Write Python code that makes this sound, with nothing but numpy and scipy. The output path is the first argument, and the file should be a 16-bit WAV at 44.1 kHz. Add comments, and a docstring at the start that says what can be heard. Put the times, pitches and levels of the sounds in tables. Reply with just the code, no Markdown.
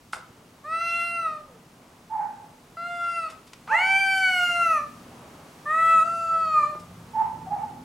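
"""A roof beside a house wall: distant traffic and outdoor air are shaped noise that swells, most from about 5 s.
A camera's zoom motor whines faintly until 3.55 s, a wavering sine; noise bursts on resonances click close by.
From 0.6 s two tomcats face off in four arching, nasal yowls, harmonic stacks thrown back by the walls.
From 2.1 s short hooting barks, likely a dog's, come from a nearby yard: arched tones with gruff noise and echo."""
import sys
import numpy as np
from scipy import signal
from scipy.fft import rfft, irfft, next_fast_len
from scipy.io import wavfile

SR = 44100
rng = np.random.default_rng(int(sys.argv[2]) if len(sys.argv) > 2 else 0)


def waveform_to_disk(signal):
    """Save audio, clipped to [-1, 1], as 16-bit WAV at the path in sys.argv[1]."""
    frames = np.transpose(np.atleast_2d(signal))
    scaled = np.clip(frames, -1, 1) * 32767
    samples = np.round(scaled).astype(np.int16)
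    wavfile.write(sys.argv[1], SR, samples)


N = 345744
T = np.arange(N) / SR  # s

# outdoor air, spectrum: [f/Hz, level/dB]
AIR_COLOUR = [(15, -43), (25, -14.5), (87, -11.5), (117, 0.5), (166, -6), (200, -23.5), (235, -0.5),
              (502, -12.5), (694, -11), (1070, -14.5), (1830, -25.5), (3700, -29.5), (12500, -38.5),
              (13900, -47), (15900, -40)]
# background swells: [t/s, middle level/dB, hiss level/dB], both over the air
BACKGROUND_SWELL = [(0, 1.5, 2.5), (1.8, 2, 2.5), (3.5, 2, 4), (4.9, 5, 7.5), (5.25, 10, 6.5), (5.55, 5, 7),
                    (6.9, 6.5, 6), (7.84, 4.5, 5)]
# far engines and tyres, spectra: [f/Hz, level/dB]
ENGINE_COLOUR = [(40, -25), (80, -2.5), (120, -0.5), (145, 0.5), (174, 5.5), (200, -4), (260, -18),
                 (500, -59.5)]
TYRE_COLOUR = [(150, -22.5), (205, -5.5), (240, 3), (285, -5.5), (350, -10), (550, -23.5), (1200, -46.5)]
# traffic swells: [t/s of the peak, half length/s, engine level/dB, tyre level/dB]
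TRAFFIC_SWELLS = [(4.9, 0.44, -54, -53.5), (6.05, 0.17, -69, -54.5), (6.75, 0.78, -50.5, -60),
                  (7.47, 0.31, -47.5, -54.5), (7.83, 0.14, -64, -50)]
# zoom motor whine: [f/Hz, level/dB]
ZOOM_WHINE = [(13706, -87)]
# clicks and short scuffs; the two near 6.75 s are likely the cat's mouth closing:
# [t/s, peak level/dB, decay/s, treble tilt/(dB per octave)]
CLICKS = [(0.125, -31.5, 0.028, 14), (0.1322, -16, 0.0036, -2), (.146, -32, 0.0027, -6),
          (.16, -35, 0.017, -11.5), (3.282, -39, 0.034, -2), (3.298, -40, 0.019, 11),
          (3.4698, -45, 0.015, 8), (3.5327, -34, 0.0037, 5), (3.675, -30.5, 0.0073, -6),
          (6.748, -35, 0.019, -15), (6.795, -45, 0.017, 16), (7.6239, -47, 0.0037, 21)]
# what the clicks ring with: [f/Hz, width/Hz, level/dB]
CLICK_MODES = [(780, 400, -8), (1320, 410, 1), (1990, 210, 1), (3590, 81, 1), (5060, 180, -10),
               (7250, 240, -25)]
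# noise of the clicks, spectrum: [f/Hz, level/dB]
CLICK_COLOUR = [(250, -21), (620, -15.5), (850, -3), (1330, 3), (1750, -10), (2150, -2.5), (3300, -7),
                (4300, -11), (5050, -11.5), (6000, -20.5), (9400, -22), (15500, -56)]

# pitch arch of each yowl; the fourth breaks upward into a thinner register: [t/s, f/Hz]
PITCH_1 = [(.645, 577), (.675, 619), (.729, 654.4), (.809, 674.2), (.971, 684.4), (1.155, 685.2),
           (1.225, 667.4), (1.287, 627.8), (1.4, 602)]
PITCH_2 = [(2.772, 670), (2.87, 699), (2.95, 695.7), (3.01, 689.2), (3.12, 683.8), (3.185, 676),
           (3.28, 636)]
PITCH_3 = [(3.68, 377), (3.732, 599), (3.764, 679), (3.815, 744), (3.874, 768.4), (4.0, 780.5),
           (4.22, 761.6), (4.42, 711.3), (4.62, 685.8), (4.716, 651.3), (4.8, 582)]
PITCH_4 = [(5.66, 588.4), (5.732, 633.4), (5.79, 651.6), (5.92, 657.8), (6.01, 643.1), (6.03, 653)]
PITCH_4_BREAK = [(6.045, 664), (6.09, 675), (6.25, 666.7), (6.42, 649.5), (6.53, 625.8), (6.645, 586),
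                 (6.7, 612.3), (6.74, 591.5)]
# how each is pushed out: [t/s, effort level/dB, mouth opening/0-1, nasal level at 3-5 kHz/dB,
# level of the overtones above it/dB]
EFFORT_1 = [(.645, -38, 0.35, -71, -72), (0.738, -28.5, 0.29, -53.5, -57.5), (.9, -30, 0.31, -43, -49.5),
            (1.03, -28, 0.39, -46.5, -51.5), (1.14, -31.5, 0.34, -54, -52.5), (1.27, -27, 0.19, -56, -59.5),
            (1.399, -44.5, 0.24, -67, -76)]
EFFORT_2 = [(2.77, -35.5, .27, -60, -74), (2.87, -32, 0.29, -56, -62.5), (3.07, -29, 0.27, -54.5, -57.5),
            (3.19, -29, 0.22, -56.5, -53.5), (3.28, -34.5, 0.2, -56, -63.5)]
EFFORT_3 = [(3.68, -39, 0.66, -63, -66), (3.733, -21.5, 0.64, -54, -53), (3.84, -23, 0.59, -47, -50.5),
            (3.97, -24.5, 0.55, -44, -45), (4.1, -25.5, 0.47, -39.5, -47.5), (4.18, -26.5, .44, -44, -44),
            (4.24, -21.5, 0.48, -41, -46.5), (4.45, -24, 0.33, -48, -45.5), (4.62, -22, 0.27, -50, -48),
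            (4.78, -22, 0.25, -58, -49.5), (4.83, -40.5, 0.26, -66, -66)]
EFFORT_4 = [(5.66, -30.5, 0.44, -74, -72), (5.71, -24, 0.43, -59, -58.5), (5.9, -19.5, 0.25, -50, -49.5),
            (6.03, -16.5, 0.11, -52, -50.5)]
EFFORT_4_BREAK = [(6.045, -28, .02, -63, -55.5), (6.2, -29.5, .02, -60.5, -55.5),
                  (6.299, -24.5, 0.032, -56, -57.5), (6.35, -23, .06, -58.5, -59),
                  (6.5, -27.5, .12, -48, -61), (6.59, -20, 0.14, -56, -56), (6.66, -27, 0.23, -57, -57.5),
                  (6.74, -36, 0.15, -64, -78)]
# throat colour above the fourth harmonic: [f/Hz, level/dB]
THROAT_1 = [(2900, -18), (3400, -7.5), (4120, 0.5), (4800, -8), (5500, -7.5), (6200, -5), (6850, -20),
            (7500, -13), (8200, -8), (8900, -1.5), (9600, -11.5), (11000, -28), (12400, -15), (14500, -40)]
THROAT_2 = [(1880, -25), (3200, -29), (3510, 11), (3760, -16), (4150, 4), (4840, 2), (5120, -14), (5510, 3),
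            (5790, -31), (6120, -8), (9670, 0), (10900, -60), (14000, -32)]
THROAT_3 = [(1800, -1), (2300, 3), (2800, 13.5), (3200, -2), (3900, -16.5), (4300, 0), (4680, -0.5),
            (5100, -9), (5450, -3.5), (6200, -1.5), (7000, -2.5), (8400, -5), (9400, -4.5), (10100, -12),
            (11000, -7), (12600, -17), (15000, -31)]
THROAT_4 = [(2900, -9), (3300, 2.5), (3950, 3.5), (4600, -4), (5250, -10), (6000, -8.5), (7200, -1.5),
            (8000, 1.5), (9200, -7), (10500, -11), (12000, -14), (14000, -36)]
THROAT_4_BREAK = [(3400, -9.5), (4050, -13), (4500, 6), (4750, -4), (5400, -10.5), (6100, -11), (6800, -8),
                  (7400, -2.5), (8100, -13), (10000, -12), (12000, -45), (14000, -32)]
# one row for each yowl and register: [attack/s, release/s, fundamental level at the usual pitch/dB,
# centre of the ring lifting the fourth harmonic f/Hz, ring level over the overtones/dB,
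# hoarseness throughout/0-1, extra hoarseness at the start, extra at the end]
VOICES = [(.015, 0.016, -46, 2846, 19, 0.054, 0.031, .08),
          (0.0022, 0.0076, -45.5, 2570, 14.9, 0.069, .02, .16),
          (.022, 0.045, -38.5, 2734, 15.6, 0.047, 0.36, 0.17),
          (0.012, 0.01, -40, 2780, 14.7, 0.019, 0.031, .02),
          (.012, 0.0046, -40.5, 2330, 16.3, 0.034, .04, 0.065)]
# wall echoes: [delay t/s, left level/dB, right level/dB]
WALLS = [(.0113, -26.5, -19.5), (.029, -25, -36.5), (.056, -15, -15), (.088, -17, -32.5)]
# barks, each in one to four pushes: [t/s, length/s, pitch f/Hz, level/dB, roughness/0-1, left minus right/dB]
BARKS = [(2.095, 0.083, 877.4, -29, 0.35, -4.5), (2.156, 0.059, 862.4, -27.5, 0.35, -1),
         (3.697, 0.065, 879, -22, 0, -5), (7.13, 0.064, 866.6, -29, 0.24, -4.5),
         (7.167, 0.0625, 880.3, -20.5, 0.16, -5.5), (7.456, 0.039, 765, -35.5, 0.44, 2),
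         (7.5, 0.0565, 825.6, -25, 0.31, -5), (7.562, 0.028, 827, -29.5, 0.36, -4),
         (7.61, 0.04, 863, -30, 0, -1)]

AIR_DB, ENGINES_DB, TYRES_DB = -52.5, -58.5, -60.5  # air before its bands are split; steady traffic
# the fundamental carries better as the pitch rises above its usual value
USUAL_HZ, FUNDAMENTAL_DB_PER_OCTAVE = 649, 26
MOUTH_WIDTH = 0.16  # half width of the mouth resonance, as a share of the pitch
RING_WIDTH_HZ = 620
HOARSE_START_S, HOARSE_END_S = 0.16, 0.056
MOUTH_AIR_DB = -32.5  # turbulence in the half-open mouth, against the effort
HOARSE_AIR_DB = 19  # extra turbulence at hoarseness 1
TOP_HZ = 15800


def undb(db):
    """Decibels to gain."""
    return 10 ** (np.asarray(db) / 20)


def unit(x):
    """Scale to rms 1."""
    return x / np.sqrt(np.mean(x ** 2) + 1e-20)


def curves(table, t):
    """The columns of a table at times t."""
    s, *columns = np.transpose(table)
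    return [np.interp(t, s, c) for c in columns]


def gain_at(points, hz):
    """Gain of an [f/Hz, level/dB] spectrum, read on a log frequency scale."""
    f, db = np.transpose(points)
    return undb(np.interp(np.log(hz + 1e-3), np.log(f), db))


def colour(x, points):
    """Filter by an [f/Hz, level/dB] spectrum."""
    size = x.shape[-1]
    padded = next_fast_len(size)
    gain = gain_at(points, np.fft.rfftfreq(padded, 1 / SR))
    return irfft(rfft(x, padded) * gain, padded)[..., :size]


def band(x, hz, width_hz):
    """One resonance, gain 1 at its centre."""
    b, a = signal.iirpeak(min(hz, .45 * SR), hz / width_hz, fs=SR)
    return signal.lfilter(b, a, x)


def wander(t, rate):
    """Random drift with about `rate` turns a second, spread near 1."""
    steps = (t - t[0]) * rate
    return 1.425 * np.interp(steps, np.arange(8192), rng.standard_normal(8192))


def reverb(x, t60, damp_hz, build_s):
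    """Diffuse stereo tail between the houses; it builds up, then dies, treble first."""
    t = T[:SR]
    mid, side = rng.standard_normal((2, SR))
    tail = (mid + .5 * np.array([side, -side])) * (1 - np.exp(-t / build_s))
    lowpass = signal.butter(2, min(damp_hz, .45 * SR), fs=SR, output="sos")
    dull = signal.sosfilt(lowpass, tail)
    fade = np.exp(-np.log(1000) * t / t60)
    response = dull * fade + 0.13 * tail * fade ** 2
    return signal.fftconvolve(x[None], unit(response) / np.sqrt(SR), axes=1)[:, :N]


def add(track, start_s, sound):
    """Mix a sound in at its time."""
    i = max(int(start_s * SR), 0)
    track[..., i:i + sound.shape[-1]] += sound[..., :N - i]


def traffic_gains():
    """Gains of engines and tyres: the steady rumble and its bell-shaped swells add in power."""
    power = undb([[ENGINES_DB], [TYRES_DB]]) ** 2
    for s, half_s, engine_db, tyre_db in TRAFFIC_SWELLS:
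        bell = np.exp(-((T - s) / half_s) ** 2)
        power = power + undb([[engine_db], [tyre_db]]) ** 2 * bell
    return np.sqrt(power)


def outdoors():
    """Outdoor air and distant traffic as shaped noise, nearly alike left and right, rising in swells."""
    middle_db, hiss_db = curves(BACKGROUND_SWELL, T)
    engine_gain, tyre_gain = traffic_gains()
    mid, side, engine, road = rng.standard_normal((4, N))
    side = colour(side, [(100, -40.5), (300, -18.5), (1200, -6), (4000, -5.0), (12000, -16.0)])
    spread = np.array([side, -side])
    air = undb(AIR_DB) * unit(colour(mid + spread, AIR_COLOUR))
    middle = colour(air, [(200, -16), (450, -2.5), (750, -3.5), (1250, -0.5), (1900, -4.5),
                          (3000, -6), (6000, -39.0)])
    hiss = colour(air, [(1000, -23), (1900, -3.0), (3000, -2.0), (6000, 3.5)])
    bass = colour(air, [(45, 1.0), (120, -34), (300, -35)])
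    middle = middle * undb(middle_db + 1.13 * wander(T, 7.7))
    hiss = hiss * undb(hiss_db)
    engines = unit(colour(engine + spread, ENGINE_COLOUR)) * engine_gain
    tyres = unit(colour(road + spread, TYRE_COLOUR)) * tyre_gain
    return bass + middle + hiss + engines + tyres


def zoom_motor(stop_s=3.55):
    """A thin whine while the lens pulls back: one sine, slightly unsteady in pitch."""
    hz, db = ZOOM_WHINE[0]
    phase = 2 * np.pi * np.cumsum(hz + 25 * wander(T, 120)) / SR
    running = np.clip((stop_s - T) / 0.055, 0, 1)
    return np.sqrt(2) * undb(db) * np.sin(phase) * running


def clicks(rise=0.1):
    """Small clicks and short scuffs, noise bursts with a short echo; longer ones start more softly."""
    dry, t = np.zeros(N), T[:4096]
    lead = 128  # samples of silence ahead of each push
    for s, db, decay, tilt_db in CLICKS:
        envelope = np.exp(-t / decay) * (1 - np.exp(-t / (rise * decay)))
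        push = np.pad(rng.standard_normal(len(t)) * envelope, (lead, 0))
        ring = sum(undb(mode_db) * band(push, hz, width) for hz, width, mode_db in CLICK_MODES)
        sound = unit(colour(push, CLICK_COLOUR)) + .5 * unit(ring)
        sound = colour(sound, [(500, 0), (8000, 4 * tilt_db)])  # four octaves of tilt
        sound = colour(sound, [(9500, -4), (12500, -8), (15500, -20)])
        add(dry, s - lead / SR, undb(db) * sound / np.abs(sound).max())
    return dry + undb(-11) * reverb(dry, t60=0.44, damp_hz=5400, build_s=0.0014)


def hoarseness(t, start, end, at_start, at_end):
    """The folds run unevenly while they get going and again as the air runs out."""
    getting_going = at_start * np.exp(-((t - start) / HOARSE_START_S) ** 2)
    running_out = at_end * np.exp(-(np.minimum(t - end, 0) / HOARSE_END_S) ** 2)
    return getting_going + running_out


def low_harmonics(hz, effort_db, opening, fundamental_db, ring_hz, ring_db):
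    """Gains of harmonics 1-4; opening the mouth lifts its resonance from the second to the third."""
    first = undb(fundamental_db + FUNDAMENTAL_DB_PER_OCTAVE * np.log2(hz / USUAL_HZ))
    mouth = 1 / (1 + (np.array([opening, 1 - opening]) / MOUTH_WIDTH) ** 2)
    second, third = undb(effort_db) * mouth / np.hypot(*mouth)
    fourth = undb(ring_db) / (1 + (2 * (4 * hz - ring_hz) / RING_WIDTH_HZ) ** 2)
    return first, second, third, fourth


def yowl(pitch, effort, throat, manner, jitter=0.00157, rasp_jitter=0.025, shimmer=0.19, air_db=-9.0,
         waver_db=3.0, flutter_db=2.0, low_waver_db=1.14, pull=0.38):
    """Vocal folds give a clean harmonic stack; when hoarse, their cycles turn uneven and leak air."""
    attack_s, release_s, fundamental_db, ring_hz, ring_db, hoarse, hoarse_start, hoarse_end = manner
    start, end = effort[0][0], effort[-1][0]
    t = np.arange(int((start - attack_s / 2) * SR), int((end + 4 * release_s) * SR)) / SR
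    hz, = curves(pitch, t)
    effort_db, opening, nasal_db, top_db = curves(effort, t)
    rasp = hoarse + hoarseness(t, start, end, hoarse_start, hoarse_end)
    low = low_harmonics(hz, effort_db, opening, fundamental_db, ring_hz, top_db + ring_db)
    # the throat's resonances sink with the pitch
    stretch = np.clip(hz / hz.max(), .85, 1) ** pull
    hz = hz * (1 + jitter * wander(t, 54.83) + rasp_jitter * rasp * wander(t, 500))
    phase = 2 * np.pi * np.cumsum(hz) / SR
    voice = np.zeros(len(t))
    for k, gain in enumerate(low, 1):
        voice += gain * undb(low_waver_db * wander(t, 22.44)) * np.sin(k * phase)

    # overtones slide through the throat's resonances, and each wavers on its own as reflections interfere
    orders = np.arange(5, 24)[:, None]
    overtone_hz = orders * hz
    wavers_db = np.array([waver_db * wander(t, 8.74) + flutter_db * wander(t, 69.8) for _ in orders])
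    weights = gain_at(throat, overtone_hz / stretch) * undb(wavers_db)
    upper = np.clip((overtone_hz - 5000) / 500, 0, 1)
    counted = np.clip((overtone_hz - 2800) / 400, 0, 1)  # overtones that set the band's level
    for share, db in ((1 - upper, nasal_db), (upper, top_db)):
        part = weights * share
        power = (part ** 2 * counted).sum(0)
        voice = voice + undb(db) * (part * np.sin(orders * phase)).sum(0) / np.sqrt(power)
    voice *= np.sqrt(2) * (1 + shimmer * rasp * wander(t, 700))

    # turbulence, pulsed once a cycle, rings the same throat
    air = unit(colour(rng.standard_normal(len(t)), throat))
    air = air * (1 + np.cos(phase)) * undb(HOARSE_AIR_DB * rasp)
    mouth_air = unit(band(band(air, 1700.0, 1300.), 1700.0, 1300.))
    voice += undb(top_db + air_db) * air
    voice += undb(effort_db + MOUTH_AIR_DB) * 2 * opening * mouth_air
    gate = np.clip((t - t[0]) / attack_s, 0, 1) * np.exp(-np.maximum(t - end, 0) / release_s)
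    track = np.zeros(N)
    add(track, t[0], voice * gate)
    return track


def moan(start_s=1.45, length_s=0.15, from_hz=590, to_hz=405, db=-52, octave_db=-14):
    """The first yowl trails off in a faint falling moan: a gliding tone and its octave."""
    t = T[:int(length_s * SR)]
    progress = t / length_s
    hz = from_hz * (to_hz / from_hz) ** progress * (1 + .012 * wander(t, 89))
    phase = 2 * np.pi * np.cumsum(hz) / SR
    tone = np.sin(phase) + undb(octave_db) * np.sin(2 * phase)
    track = np.zeros(N)
    add(track, start_s, undb(db) * tone * np.sqrt(np.sin(np.pi * progress)))
    return track


def cats():
    """Four yowls on the roof, reaching the microphone directly, off the walls and through the street."""
    calls = [(PITCH_1, EFFORT_1, THROAT_1), (PITCH_2, EFFORT_2, THROAT_2), (PITCH_3, EFFORT_3, THROAT_3),
             (PITCH_4, EFFORT_4, THROAT_4), (PITCH_4_BREAK, EFFORT_4_BREAK, THROAT_4_BREAK)]
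    dry = sum(yowl(*call, manner) for call, manner in zip(calls, VOICES)) + moan()
    out = dry + undb(-15.0) * reverb(dry, t60=0.44, damp_hz=4700, build_s=0.004)
    for delay, *sides_db in WALLS:
        add(out, delay, undb(sides_db)[:, None] * dry)
    # the roof throws the bright partials back from one side, which widens them
    glance = colour(dry, [(700, -29), (1400, -27), (2200, -19.5), (3000, -11), (5000, -18.5), (10000, -22)])
    add(out, .0032, np.array([glance, -glance]))
    return out


def bark(length, hz, rough, arch=0.028, octave_db=-35):
    """A short hoot: an arched, unsteady tone on the throat resonance, and the gruff noise that goes with it."""
    t = T[:int(length * SR)]
    progress = t / length
    pitch = hz * (1 + arch * (np.sin(np.pi * progress) - .75) + 0.061 * rough * wander(t, 266))
    phase = 2 * np.pi * np.cumsum(pitch) / SR
    tone = np.sin(phase) + undb(octave_db) * np.sin(2 * phase)
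    tone = tone * (1 + 0.74 * rough * wander(t, 149.6))
    gruff = colour(rng.standard_normal(len(t)), [(300, -23), (750, 3.5), (1100, 4), (1600, -4.0),
                                                 (2050, -5.5), (2900, -21), (6000, -42)])
    swell = np.abs(np.sin(np.pi * progress ** 1.47)) ** 0.62
    return unit(tone) * swell, unit(gruff) * swell


def dog(gruff_direct_db=-25, gruff_echo_db=-15.0):
    """Barks from a nearby yard, mostly to the right; the gruff part arrives mostly by way of the walls."""
    direct, source = np.zeros((2, N)), np.zeros(N)
    for s, length, hz, db, rough, pan_db in BARKS:
        tone, gruff = bark(length, hz, rough)
        sides_db = db + np.array([[pan_db], [-pan_db]]) / 2
        add(direct, s, undb(sides_db) * (tone + undb(gruff_direct_db) * gruff))
        add(source, s, undb(db) * (tone + undb(gruff_echo_db) * gruff))
    # the echo flutters coarsely
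    source *= 0.67 + 0.75 * wander(T, 200)
    return direct + undb([[-13], [-10]]) * reverb(source, t60=0.65, damp_hz=2800, build_s=0.017)


def scene():
    """Everything on and around the roof."""
    return outdoors() + zoom_motor() + clicks() + cats() + dog()


def record(dry):
    """The camera cuts the top with a steep low-pass."""
    lowpass = signal.ellip(10, .2, 80, TOP_HZ, fs=SR, output="sos")
    return signal.sosfilt(lowpass, dry)


dry = scene()
out = record(dry)
waveform_to_disk(out)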